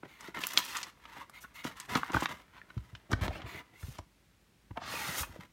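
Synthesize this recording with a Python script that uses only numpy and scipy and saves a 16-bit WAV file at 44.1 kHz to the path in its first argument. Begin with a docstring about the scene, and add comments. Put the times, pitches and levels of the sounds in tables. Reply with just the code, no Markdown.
"""Fingers rub and turn a ready meal in its cardboard sleeve, close by in a small kitchen.
The card catches and slips in tiny steps, which makes it rustle. Creases in the plastic tray
flip with a snap, tray and fingers knock on the card, and the box thuds softly in the hand.
At the end the packaging slides in one long hissing stroke. Short echoes and faint air lie behind."""
import sys
import numpy as np
from scipy import signal
from scipy.fft import rfft, irfft
from scipy.io import wavfile
from scipy.ndimage import map_coordinates

SR = 44100
rng = np.random.default_rng(int(sys.argv[2]) if len(sys.argv) > 2 else 0)


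def store_pcm(level_fs):
    """Save levels as 16-bit WAV."""
    pcm = np.round(np.clip(level_fs, -1, 1) * 32767).astype(np.int16)
    wavfile.write(sys.argv[1], SR, np.atleast_2d(pcm).T)


N = 243431
T = np.arange(SR // 4) / SR   # seconds since a contact
HOLD_START_S, HOLD_LENGTH_S = 0.046, 3.954   # while the hand grips the box


# Finger strokes: t/s, length/s, rise time/s, level/dB, extra for hollow/dB, extra for grit/dB
FINGER_STROKES = [(0.035, 0.023, 0.014, -61, 6.5, -14), (0.188, 0.11, 0.022, -55.5, -4, -4.5),
                  (0.342, 0.043, 0.0073, -42, -10.5, -10), (0.401, 0.05, 0.0099, -45.5, -8, 3.5),
                  (0.524, 0.069, 0.047, -44, -2, 1), (0.455, 0.36, 0.045, -53.5, -10.5, 7),
                  (0.727, 0.041, 0.036, -38, -33, -7), (0.798, 0.093, 0.011, -56, -4.5, -1.5),
                  (0.953, 0.278, 0.23, -55, -6.5, -6), (1.631, 0.048, 0.024, -46, -3.5, 0.5),
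                  (1.681, 0.043, 0.01, -55, -4, -6.5), (1.755, 0.098, 0.003, -56.5, -15, -3.5),
                  (1.877, 0.11, 0.031, -43, -0.5, -2), (2.004, 0.13, 0.009, -52.5, -11, -5),
                  (2.13, 0.034, 0.0037, -42, 3.5, -2), (2.169, 0.08, 0.02, -46.5, -6, -1.5),
                  (2.281, 0.042, 0.014, -46, 0.5, -5), (2.318, 0.093, 0.0045, -59, -3, -3.5),
                  (2.527, 0.065, 0.02, -58, -7.5, -14), (2.684, 0.3, 0.019, -80.5, -7, 7),
                  (3.092, 0.041, 0.031, -51, 14.5, -3), (3.21, 0.051, 0.0013, -43.5, 2.5, -4.5),
                  (3.166, 0.31, 0.011, -57, 6.5, -22), (3.459, 0.15, 0.029, -55.5, -1, -14),
                  (3.791, 0.2, 0.026, -69.5, 3, 9), (5.265, .11, .01, -63.5, 1.5, -2.5),
                  (5.376, 0.075, 0.035, -59, -4.5, -5)]

def rub_gains(grip_db=-72):
    """How hard the grip and the strokes drive the card, the hollow box and the gritty surface."""
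    grip = from_db(grip_db) * stroke(HOLD_START_S, HOLD_LENGTH_S, attack_s=0.015)
    power = np.outer([1, 1, 0], grip ** 2)   # the grip alone stirs no grit
    for s, length_s, attack_s, db, hollow_db, grit_db in FINGER_STROKES:
        gains = from_db([db, db + hollow_db, db + grit_db])
        power += np.outer(gains ** 2, stroke(s, length_s, attack_s) ** 2)
    return np.sqrt(power)


# Tone of the card's flat panels, the hollow box and the gritty surface: f/Hz, level/dB
CARD_TONE = [(400, -28), (700, -15), (980, 6), (1150, -1.5), (1380, -1.5), (1700, -0.5), (2100, 0),
             (2600, -7.5), (3800, -12), (5200, -20.5), (15000, -49)]
HOLLOW_TONE = [(35, -35), (70, 4.5), (140, -4), (280, -1.5), (400, -6.5), (550, -6), (750, -2.5),
               (1200, -35.5), (3000, -53.5)]
GRIT_TONE = [(1000, -5.5), (2500, 10.5), (4200, 5), (6000, 3.5), (7500, -1.5), (10500, -4.5), (13000, -3),
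             (16000, -9.5)]

def rubbing(card, hollow, grit):
    """Fingers and tray drag on the card, which sounds through its panels, hollow and rough face."""
    drag = slips(per_s=1700, spread_db=3.8, clump_db=2.6, clumps_per_s=110, smooth=.7)
    flex = slips(per_s=600, spread_db=3, clump_db=3, clumps_per_s=50, smooth=.6)
    panels = from_db(3) * card * colour(drag, CARD_TONE)
    return panels + hollow * colour(flex, HOLLOW_TONE) + grit * colour(drag, GRIT_TONE)


def lifted(x, start_s=0.5, length_s=0.95, bass_hz=130):
    """The bass of the rubbing comes in as the box leaves the worktop."""
    free = np.clip((np.arange(N) / SR - start_s) / length_s, 0, 1)
    resting = signal.lfilter(*signal.butter(2, bass_hz, "high", fs=SR), x)
    return free * x + (1 - free) * resting


# Sharp snaps, mostly creases of the tray flipping, some the crack of a knock on the card: t/s, level/dB, f/Hz,
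# crumple (0 a clean flip, 1 a crunch)
SNAPS = [(0.208, -39, 6100, 0.27), (0.391, -33, 12600, 0.13), (0.436, -19.5, 2700, 0.77),
         (0.4696, -9.5, 11800, 0.045), (0.521, -35, 4400, .2), (0.5353, -21.5, 11300, 0.11),
         (.5750, -2, 3510, 0.081), (0.5837, -16.5, 12200, 0.19), (0.769, -25, 6150, .2),
         (0.8303, -25.5, 4430, 0.21), (1.054, -39.5, 2560, .3), (1.297, -40, 8800, 0.11),
         (1.8007, -23.5, 6900, 0.14), (1.953, -18.5, 2960, .15), (2.1195, -31, 5460, 0.088),
         (2.135, -28.5, 2200, .15), (2.2583, -19, 2260, 0.081), (2.778, -45.5, 3500, 0.71),
         (2.9513, -37, 2900, .25), (3.116, -30, 5750, 0.19), (3.1302, -22, 4070, 0.091),
         (3.2806, -25, 3100, 0.062), (3.419, -36, 2970, 0.098), (3.9852, -40.5, 5500, .5),
         (4.773, -34, 2480, 0.26)]

def snaps(creases, scatter_s=0.0052, ring_cycles=4.5):
    """A crease flips in one pulse, then crumples in small steps; the thin sheet rings lower."""
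    out = np.zeros(N)
    for s, db, hz, crumple in creases:
        force = (T == 0) + crumple * rng.standard_normal(len(T)) * np.exp(-T / scatter_s)
        force = cut(force, "low", hz * 1.52)   # a larger crease takes longer to flip
        flip = np.diff(force, prepend=0)
        crease = ring(flip, min(hz, 15000), fade_s=ring_cycles / hz)
        sheet = from_db(-9) * ring(flip, hz * .6, fade_s=0.0021)
        pulse = cut(crease + sheet, "low", hz * 8.1 * from_db(0.26 * db))   # weak snaps are duller
        add(out, s, from_db(db) * peak_one(pulse))
    return out


def crinkles(grit, per_s=4.6, over_grit_db=16, middle_hz=5000, crumple=0.28):
    """List small snaps at random moments, as strong as the rubbing that sets them off."""
    count = round(per_s * HOLD_LENGTH_S)
    s = HOLD_START_S + HOLD_LENGTH_S * rng.random(count)
    db = 20 * np.log10(grit[(s * SR).astype(int)] + 1e-9) + over_grit_db
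    hz = middle_hz * 2 ** rng.uniform(-1, 1, count)
    return list(zip(s, db, hz, np.full(count, crumple)))


def jolts(middle_hz=1310, rattle_s=0.00081, thump_db=-21):
    """List a light knock for each snap; the card gives way, so it grows less than the snap."""
    return [(s, -32.5 + 0.35 * db, middle_hz * 2 ** rng.uniform(-.25, .25), rattle_s, thump_db)
            for s, db, _, _ in SNAPS]


# Tray and fingers hit the card: t/s, level/dB, f/Hz, rattle time/s, extra for the box's thump/dB
CARD_KNOCKS = [(0.034, -41, 1040, 0.0023, -0.5), (0.788, -40, 1110, 0.00088, -19),
               (1.168, -41, 1125, 0.0076, -27), (1.446, -44, 1375, 0.0074, -13),
               (1.651, -34.5, 1006, 0.0024, 4), (1.956, -21, 1210, 0.0065, -3),
               (2.033, -23, 1160, 0.00066, -35), (2.1020, -34.5, 1056, 0.0074, -1),
               (2.1465, -21, 1224, 0.004, -9.5), (2.1692, -19.5, 1144, 0.0028, -13),
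               (2.2235, -27, 1080, 0.002, -3), (2.258, -23, 1440, 0.00094, -26),
               (2.616, -41, 1740, 0.00049, -45), (2.704, -44.5, 1533, 0.003, -13),
               (3.119, -30.5, 1190, 0.0024, -5.5), (3.133, -24.5, 1535, 0.0026, -2.5),
               (3.281, -29, 915, 0.001, -10), (3.831, -46.5, 1393, 0.003, -6),
               (3.990, -35, 835, 0.0033, -11), (4.711, -48.5, 1000, 0.0022, 0.5),
               (4.7755, -29, 897, 0.0068, -13.5), (4.821, -37.5, 940, 0.0051, -15),
               (5.235, -32.5, 1234, 0.0058, -35)]
# Notes of a card panel: multiple of the knock's pitch, level/dB, time to fade by 60 dB/s
PANEL_NOTES = [(.8, -3.5, 0.031), (0.998, 3, .021), (1.18, 0.5, 0.012), (1.38, -6, 0.016),
               (1.898, -9, 0.013), (2.499, -10, 0.0093)]

def knocks(blows, lead_s=.02, rattle=0.29, detune=.03, uneven_db=1.5):
    """Surfaces scuff, hit and rattle; the grip shifts the panel's notes from blow to blow."""
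    out, t = np.zeros(N), T - lead_s
    for s, db, hz, rattle_s, _ in blows:
        force = rattle * rng.standard_normal(len(t)) * np.exp(-abs(t) / rattle_s)
        force[round(lead_s * SR)] += 1   # the hit itself
        panel = 0
        for ratio, level, fade_s in PANEL_NOTES:
            note = ring(force, hz * ratio * np.exp(detune * rng.normal()), fade_s)
            panel += note * from_db(level + uneven_db * rng.normal())
        panel = cut(panel, "low", hz * 3)   # card gives way, so the contact is soft
        panel = cut(panel, "high", hz * 0.79)   # a small panel gives off little bass
        crack = from_db(-26) * peak_one(colour(force, GRIT_TONE))
        add(out, s - lead_s, from_db(db) * (peak_one(panel) + crack))
    return out


# Soft bumps of the box in the hand: t/s, level/dB, f/Hz
HAND_BUMPS = [(0.285, -39, 333), (0.392, -40.5, 292), (1.975, -36, 258), (2.15, -30, 108),
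              (2.768, -30, 109), (2.93, -43.5, 105), (3.13, -24.5, 97), (3.215, -26, 88.5),
              (3.286, -33, 76.6), (3.441, -40, 110), (3.831, -35.5, 83), (3.883, -38, 125),
              (3.988, -41.5, 86.6), (4.707, -40, 98), (4.939, -36.5, 540), (5.089, -38, 158),
              (5.202, -37.5, 72), (5.295, -47.5, 80), (5.361, -41, 540), (5.39, -42, 169)]
# Notes of the whole box: multiple of the bump's pitch, level/dB, swell and fade time/cycles
BOX_NOTES = [(0.621, -4.5, 0.97), (1.001, 10, 0.49), (1.648, -3, 0.82), (2.8, -9.5, 1)]

def thuds(blows, thump_hz=276, spread_octaves=0.23):
    """Each bump or knock pushes the whole box, which swings for just a few cycles."""
    out = np.zeros(N)
    thumps = [(s, db + thump_db, thump_hz * 2 ** (spread_octaves * rng.uniform(-1, 1)))
              for s, db, _, _, thump_db in blows]
    for s, db, hz in HAND_BUMPS + thumps:
        body = 0
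        for ratio, level, cycles in BOX_NOTES:
            turns = T * hz * ratio
            swell = turns / cycles * np.exp(-turns / cycles)
            body -= from_db(level) * swell * np.sin(2 * np.pi * turns)
        body = cut(body, "high", hz * 0.42)   # the light box hardly sounds below its main pitch
        add(out, s, from_db(db) * peak_one(body))
    return out


# A card edge skims along with a bright hiss: t/s, length/s, rise time/s, level/dB
EDGE_SKIMS = [(1.401, 0.031, 0.017, -54.5), (1.535, 0.031, 0.022, -60), (3.765, 0.16, 0.047, -61),
              (5.15, 0.07, 0.032, -38)]
# Tone of the slide's scrape and of its fine hiss: f/Hz, level/dB
SCRAPE_TONE = [(300, -51), (600, -7), (900, 2), (1350, 5.5), (1700, 5), (2200, 1.5), (3200, -0.5),
               (4500, -2), (7000, -12.5), (12000, -35)]
HISS_TONE = [(2000, 3.1), (4500, 4.1), (6400, 10.3), (8000, 4.9), (9100, 7.7), (9500, 11.5), (10100, 3.5),
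             (12800, 7.4), (16000, 1.7)]

def sliding(start_s=4.797, length_s=0.415, speed_up_s=0.052, stop_s=0.014):
    """The tray slides until it comes free: coarse slips shake the card, fine slips and skims hiss."""
    t = np.maximum(np.arange(N) / SR - start_s, 0)
    speed = (1 - np.exp(-t / speed_up_s)) * np.exp(-np.maximum(t - length_s, 0) / stop_s)
    skims = sum(from_db(db) * stroke(s, skim_s, rise_s, stop_s) for s, skim_s, rise_s, db in EDGE_SKIMS)
    coarse = slips(per_s=5000, spread_db=2.5, clump_db=1.3, clumps_per_s=120, smooth=.9)
    fine = slips(per_s=9000, spread_db=3, clump_db=1.1, clumps_per_s=200, smooth=.9)
    scrape = from_db(-42.5) * speed * colour(coarse, SCRAPE_TONE)
    hollow = from_db(-53) * speed ** 0.5 * colour(coarse, HOLLOW_TONE)
    hiss = np.hypot(from_db(-45.5) * speed ** 5.4, skims) * colour(fine, HISS_TONE)
    return scrape + hollow + hiss


# A touch travels along a panel: t/s, length/s, level/dB, first f/Hz, last f/Hz
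PANEL_SWISHES = [(0.744, 0.025, -45, 1900, 1190), (1.202, 0.018, -45, 1090, 1100),
                 (3.283, 0.033, -46, 415, 726), (4.851, 0.3, -51.5, 1180, 683),
                 (4.914, 0.237, -48.5, 2680, 1850), (5.227, 0.0098, -42.5, 2540, 2550)]

def swishes(notes=12, sharpness=17.8, attack_s=0.0089):
    """A smooth rub wakes neighbouring notes of a panel, one after another."""
    out, t = np.zeros(N), np.arange(SR // 2) / SR
    for s, length_s, db, first_hz, last_hz in PANEL_SWISHES:
        place = np.clip(t / length_s, 0, 1) * (notes - 1)
        hiss = rng.standard_normal(len(t))
        sound = 0
        for k, hz in enumerate(np.geomspace(first_hz, last_hz, notes)):
            note = rms_one(signal.lfilter(*signal.iirpeak(hz, sharpness, SR), hiss))
            sound += np.maximum(1 - abs(place - k), 0) * note
        add(out, s, from_db(db) * sound * stroke(0, length_s, attack_s)[:len(t)])
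    return out


# A fingertip glides over the sleeve: t/s, length/s, level/dB, first f/Hz, last f/Hz
FINGER_GLIDES = [(0.07, 0.19, -60, 2152, 2085), (1.33, 0.058, -53.5, 2115, 2180),
                 (1.54, 0.076, -50.5, 2066, 2144), (3.313, 0.069, -54.5, 2260, 3025),
                 (3.454, 0.14, -50, 2343, 2055), (3.725, 0.08, -63, 1928, 2284)]
# Tone of the bent sleeve: multiple of its main pitch, level/dB
SLEEVE_TONE = [(.2, -23.5), (.45, -6.5), (.86, -8.5), (1, 5.5), (1.14, -8), (1.9, -11), (2.5, -23.5),
               (3.1, -17.5), (3.6, -25.5), (6, -23.5)]

def glides(base_hz=2200, attack_s=0.016):
    """Fine, even rubbing sounds through the sleeve, whose notes all shift together as it bends."""
    out, t = np.zeros(N), np.arange(SR // 2) / SR
    force = slips(per_s=6000, spread_db=3, clump_db=1, clumps_per_s=150, smooth=.8)
    hiss = colour(force, [(ratio * base_hz, db) for ratio, db in SLEEVE_TONE])
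    for s, length_s, db, first_hz, last_hz in FINGER_GLIDES:
        rate = np.interp(t, [0, length_s], [first_hz, last_hz]) / base_hz
        bent = map_coordinates(hiss, [s * SR + np.cumsum(rate)], order=3)   # faster sounds higher
        add(out, s, from_db(db) * bent * stroke(0, length_s, attack_s)[:len(t)])
    return out


def near_surfaces(x, bounce=.23, sway=.1):
    """Worktop, hand and box send back very quick echoes, whose delays wander as the pack moves."""
    out = x
    for delay_s in (.0012, .0019, .0029, .0043):
        lag = delay_s * SR * np.exp(sway * drift(per_s=6))
        out = out - bounce * map_coordinates(x, [np.arange(N) - lag], order=3)
    return out


def kitchen_echo(x, level_db=-16, first_s=0.0055, fade_s=.27):
    """Many short echoes come off tiles and cupboards."""
    t = np.arange(SR // 2) / SR
    build_up = np.clip(t / first_s - 1, 0, 1)
    tail = rng.standard_normal(len(t)) * from_db(-60 * t / fade_s) * build_up
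    return from_db(level_db) * signal.fftconvolve(x, tail / np.linalg.norm(tail))[:N]


# Tone of the still kitchen air: f/Hz, level/dB
AIR_TONE = [(25, -27.5), (40, -14), (50, 4.5), (75, -8), (155, -8), (700, -23), (2200, -23.5),
            (16000, -37.5)]

def kitchen_air(level_db=-66):
    """The still room gives a faint, low rush."""
    return from_db(level_db) * colour(rng.standard_normal(N), AIR_TONE)


def slips(per_s, spread_db, clump_db, clumps_per_s, smooth):
    """Friction: tiny slips of uneven size that come in clumps, over a smooth hiss."""
    sizes = from_db(spread_db * np.minimum(rng.exponential(1, N), 4)) * rng.choice([-1, 1], N)
    grains = rms_one(sizes * (rng.random(N) < per_s / SR))
    hiss = smooth * rng.standard_normal(N)
    return rms_one((grains + hiss) * from_db(clump_db * drift(clumps_per_s)))


def stroke(start_s, length_s, attack_s, release_s=0.011):
    """Speed of a movement: it rises, holds and dies away."""
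    t = np.arange(N) / SR - start_s
    return np.clip(t / attack_s, 0, 1) * np.exp(-np.maximum(t - length_s, 0) / release_s)


def drift(per_s):
    """A value that wanders at random around zero."""
    knots = rng.standard_normal(N // 20)
    return np.interp(np.arange(N) * per_s / SR, np.arange(len(knots)), knots)


def ring(x, hz, fade_s):
    """Each push starts a note that fades by 60 dB in fade_s."""
    decay, angle = from_db(-60 / (fade_s * SR)), 2 * np.pi * hz / SR
    return signal.lfilter([0, np.sin(angle)], [1, -2 * decay * np.cos(angle), decay ** 2], x + 1e-18)


def colour(x, tone, size=4096):
    """Give a sound the tone listed in a table."""
    hz, db = np.transpose(tone)
    grid = np.maximum(np.arange(size // 2 + 1), .5) * SR / size
    cepstrum = irfft(np.log(from_db(np.interp(np.log(grid), np.log(hz), db))))
    cepstrum[1:size // 2] *= 2   # folded so that nothing rings before its cause
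    cepstrum[size // 2 + 1:] = 0
    response = irfft(np.exp(rfft(cepstrum)))
    return signal.fftconvolve(x, response / np.linalg.norm(response))[:len(x)]


def cut(x, keep, hz):
    """Keep the "low" or "high" side of hz and soften the rest."""
    return signal.sosfilt(signal.butter(2, min(hz, .45 * SR), keep, fs=SR, output="sos"), x)


def from_db(db):
    """Decibels to gain."""
    return 10 ** (np.asarray(db) / 20)


def rms_one(x):
    """Scale to an average power of 1."""
    return x / np.sqrt(np.mean(x ** 2) + 1e-20)


def peak_one(x):
    """Scale to a height of 1."""
    return x / np.max(np.abs(x))


def add(out, s, sound):
    """Mix a sound in at its moment."""
    at = max(round(s * SR), 0)
    out[at:at + len(sound)] += sound[:N - at]


def scene():
    """The packaging close by, its echoes and the still room."""
    card, hollow, grit = rub_gains()
    box = near_surfaces(lifted(rubbing(card, hollow, grit)) + sliding() + swishes() + glides())
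    blows = CARD_KNOCKS + jolts()
    box += from_db(4) * knocks(blows)
    box += from_db(-1) * snaps(SNAPS + crinkles(grit))
    box += from_db(3.84) * thuds(blows)
    return (box + kitchen_echo(box) + kitchen_air())[None]


def record(dry, bass_hz=40, top_hz=15800):
    """The microphone drops the deep bass; the highest treble is cut."""
    thin = signal.sosfilt(signal.butter(4, bass_hz, "high", fs=SR, output="sos"), dry)
    return signal.sosfilt(signal.ellip(10, .1, 70, top_hz, fs=SR, output="sos"), thin)


dry = scene()
out = record(dry)
store_pcm(out)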